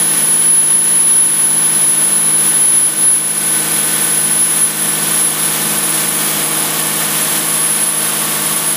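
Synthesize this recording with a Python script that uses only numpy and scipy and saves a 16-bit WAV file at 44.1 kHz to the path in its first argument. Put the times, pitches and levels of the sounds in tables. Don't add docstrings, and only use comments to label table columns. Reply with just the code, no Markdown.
import sys
import numpy as np
from scipy import signal
from scipy.fft import rfft, irfft
from scipy.io import wavfile
from scipy.ndimage import uniform_filter1d

SR = 44100
rng = np.random.default_rng(int(sys.argv[2]) if len(sys.argv) > 2 else 0)


def file_out(sig):
    cols = np.atleast_2d(sig).T
    lim = np.clip(cols, -1, 1)
    pcm = np.round(lim * 32767).astype(np.int16)
    wavfile.write(sys.argv[1], SR, pcm)


N = 386316
T = np.arange(N) / SR
BINS = np.fft.rfftfreq(N, 1 / SR)
CYCLE_HZ, CYLINDERS = 17.496, 6
BAND_EDGE_HZ = 15400


def amp(db):
    return 10 ** (np.asarray(db) / 20)


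def curve(rows):
    return np.interp(T, *np.transpose(rows))


def spectrum(points, hz):
    f, db = np.transpose(points)
    return amp(np.interp(np.log(hz + 1), np.log(f + 1), db))


def noise(density):
    return irfft(rfft(rng.standard_normal(N)) * density, N) * np.sqrt(SR / 2)


def wander(corner_hz):
    x = noise(1 / (1 + (BINS / corner_hz) ** 2))
    return x / x.std()


def resonances(modes):
    return sum(amp(db) ** 2 / (1 + 2 * ((BINS - hz) / width) ** 2) ** 2 for hz, width, db in modes)


def standing_wave_db(crossings):
    return sum(db * np.exp(-((T - at) / half_width) ** 2) for at, half_width, db in crossings)


# t/s, share of the turn (0 engine, 1 pump)
HEADING = [(0, 0), (2.7, 0.2), (4.7, 0.15), (6, 0.55), (8.76, 1)]
def turn_db(full_turn_db):
    return full_turn_db * curve(HEADING)


# f/Hz, spectral density level/dB
ROAR_SPECTRUM = [(25, -104), (45, -96), (75, -86), (120, -72.5), (175, -60.5), (380, -64), (500, -66.5),
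                 (750, -63), (1300, -61), (2600, -62), (4600, -64), (7000, -64), (9500, -59.5),
                 (15000, -60)]
# f/Hz, width/Hz, peak density level/dB
PANEL_MODES = [(209, 21, -57.5), (318, 69, -59.5), (1530, 45, -58.5), (1785, 89, -56.5), (3370, 640, -61)]
def turbulent_roar(cycles, firing_depth=0.04, lope_depth=0.02, flutter_db=0.92):
    power = spectrum(ROAR_SPECTRUM, BINS) ** 2 + resonances(PANEL_MODES)
    firing = firing_depth * np.cos(2 * np.pi * CYLINDERS * cycles)
    lope = lope_depth * np.cos(2 * np.pi * cycles)
    return noise(np.sqrt(power)) * (1 + firing + lope) * amp(flutter_db * wander(8))


# f/Hz, width/Hz, relative peak level/dB
CASING_MODES = [(620, 39, -53), (685, 71, -55.5), (920, 91, -62), (1120, 42, -54)]
def pump_howl(cycles, throb_depth=0.21, level_db=-8.0):
    howl = noise(np.sqrt(resonances(CASING_MODES)))
    throb = 1 + throb_depth * np.cos(2 * np.pi * 2 * cycles)
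    return howl * throb * amp(level_db + turn_db(6.5))


# t/s, level/dB
INTAKE_BEAM = [(0, -13), (.7, -9), (2.3, -9), (3.6, -15.5), (5.2, -14), (6.2, -31), (7.2, -28),
               (8.76, -23.5)]
# t/s, half-width/s, level change/dB
WHISTLE_CROSSINGS = [(.57, 0.22, 5.5), (1.15, 0.17, 5), (1.32, 0.044, -2.5), (2.78, 0.23, 6),
                     (2.94, 0.044, -11), (3.11, 0.072, 8), (3.65, 0.019, -8), (3.79, 0.047, 4.5),
                     (4.42, 0.034, 10), (4.64, 0.031, 10), (4.76, 0.087, -2.5), (5.26, .06, 5),
                     (5.36, 0.023, -14), (7.6, 0.16, 10.5), (7.89, 0.14, 12.5), (8.69, 0.043, 7.5)]
def turbo_whistle(start_hz=10512, rise_hz_per_s=9.5, flutter_db=1.17):
    phase = 2 * np.pi * np.cumsum(start_hz + rise_hz_per_s * T) / SR
    level_db = curve(INTAKE_BEAM) + standing_wave_db(WHISTLE_CROSSINGS) + flutter_db * wander(40)
    direct = amp(level_db) * np.sqrt(2) * np.cos(phase)
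    echoes = amp(-25) * wander(7) * np.cos(phase)
    scattered = amp(-27) * (wander(40) * np.cos(phase) + wander(40) * np.sin(phase))
    intake_air = noise(amp(-49) / (1 + ((BINS - 10530) / 240) ** 2))
    return direct + echoes + scattered + intake_air


# order (f/CYCLE_HZ), level/dB
ENGINE_ORDERS = [(6, -55.5), (8, -51.5), (9, -33), (12, -33.5), (14, -41.5), (16, -45), (18, -34),
                 (20, -42), (21, -43), (23, -46.5), (27, -40.5), (28, -48.5), (32, -65), (33, -43.5),
                 (36, -42.5), (38, -53.5), (42, -44.5), (43, -44.5), (48, -39.5), (49, -42.5), (51, -45),
                 (52, -62), (58, -40), (60, -42.5), (63, -59), (64, -42), (66, -43), (69, -45.5),
                 (70, -45.5), (72, -46.5), (86, -37), (87, -47), (88, -47), (89, -48.5)]
# order, t/s, half-width/s, level change/dB
ORDER_CROSSINGS = [(27, 2, 2.5, 2), (36, 6.9, .9, 3), (48, 8.3, 0.67, -18), (51, 1.3, 0.88, 5),
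                   (51, 8.2, 0.78, 7.5), (64, 7.5, 2.1, 6), (64, 8.17, 0.45, 4), (86, 3.65, 0.68, 3),
                   (86, 7.6, 1.3, -17), (88, 3.8, .5, 3), (89, 7.8, 1.1, 10)]
def engine_drone(cycles, waver=0.073, hum_below_hz=520):
    hum_gain = amp(1 + turn_db(-2.5))
    out = np.zeros(N)
    for order, db in ENGINE_ORDERS:
        room_db = standing_wave_db([row[1:] for row in ORDER_CROSSINGS if row[0] == order])
        envelope = amp(db + room_db) * (1 + waver * wander(2.1))
        line = envelope * np.cos(2 * np.pi * (order * cycles + rng.random()))
        out += line * hum_gain if order * CYCLE_HZ < hum_below_hz else line
    return np.sqrt(2) * out


# f/Hz, spectral density level/dB
KNOCK_SPECTRUM = [(50, -102), (120, -85), (230, -73), (450, -62), (700, -64), (800, -72), (950, -64),
                  (1150, -66.5), (1350, -65), (1750, -65.5), (2400, -64.5), (3400, -65.5), (5000, -68),
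                  (9000, -66.5)]
def engine_knock(cycles, coherence_hz=1400, places=7, size=8192):
    hz = np.arange(size // 2 + 1) * CYCLE_HZ
    local_share = hz ** 2 / (hz ** 2 + coherence_hz ** 2)
    lines = spectrum(KNOCK_SPECTRUM, hz) * np.sqrt(CYCLE_HZ / 2) * size * (hz < BAND_EDGE_HZ)
    lines *= amp(rng.uniform(-12.15, 7.56, len(hz)))
    lines[[round(order) for order, _ in ENGINE_ORDERS]] = 0
    common = np.sqrt(1 - local_share) * np.exp(2j * np.pi * rng.random(len(hz)))
    position = T / T[-1] * (places - 1)
    out = np.zeros(N)
    for place in range(places):
        local = np.sqrt(local_share) * np.exp(2j * np.pi * rng.random(len(hz)))
        one_cycle = irfft(lines * (common + local))
        crossfade = np.cos(np.pi / 2 * np.clip(position - place, -1, 1))
        out += crossfade * np.interp(cycles % 1 * size, np.arange(size), one_cycle)
    return out


# t/s, level change/dB
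PROXIMITY = [(0, -0.5), (1.1, -1.2), (2.1, -0.5), (3.6, -0.8), (4.7, 0.25), (6, 0.1), (7.2, 0.46),
             (7.95, -1.6), (8.45, .5), (8.76, -1.9)]
def scene(hunting=0.0002):
    cycles = np.cumsum(CYCLE_HZ * (1 + hunting * wander(3.5))) / SR
    machine = engine_drone(cycles) + engine_knock(cycles) + turbulent_roar(cycles) + pump_howl(cycles)
    return np.tile(machine * amp(curve(PROXIMITY)) + turbo_whistle(), (2, 1))


def record(dry, threshold_db=-9.5, decay_db_per_s=18, slope=0.57):
    mean_square = abs(uniform_filter1d(dry[0] ** 2, size=400))
    peak_db = 20 * np.log10(np.sqrt(2 * mean_square) + 1e-6)
    held_db = np.maximum.accumulate(peak_db + decay_db_per_s * T) - decay_db_per_s * T
    excess_db = uniform_filter1d(np.maximum(held_db - threshold_db, 0), size=1200)
    ducked = dry / amp(slope * excess_db)
    low_pass = signal.firwin(1023, BAND_EDGE_HZ, window=("kaiser", 9), fs=SR)
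    return signal.oaconvolve(ducked, low_pass[None], "same")


dry = scene()
out = record(dry)
file_out(out)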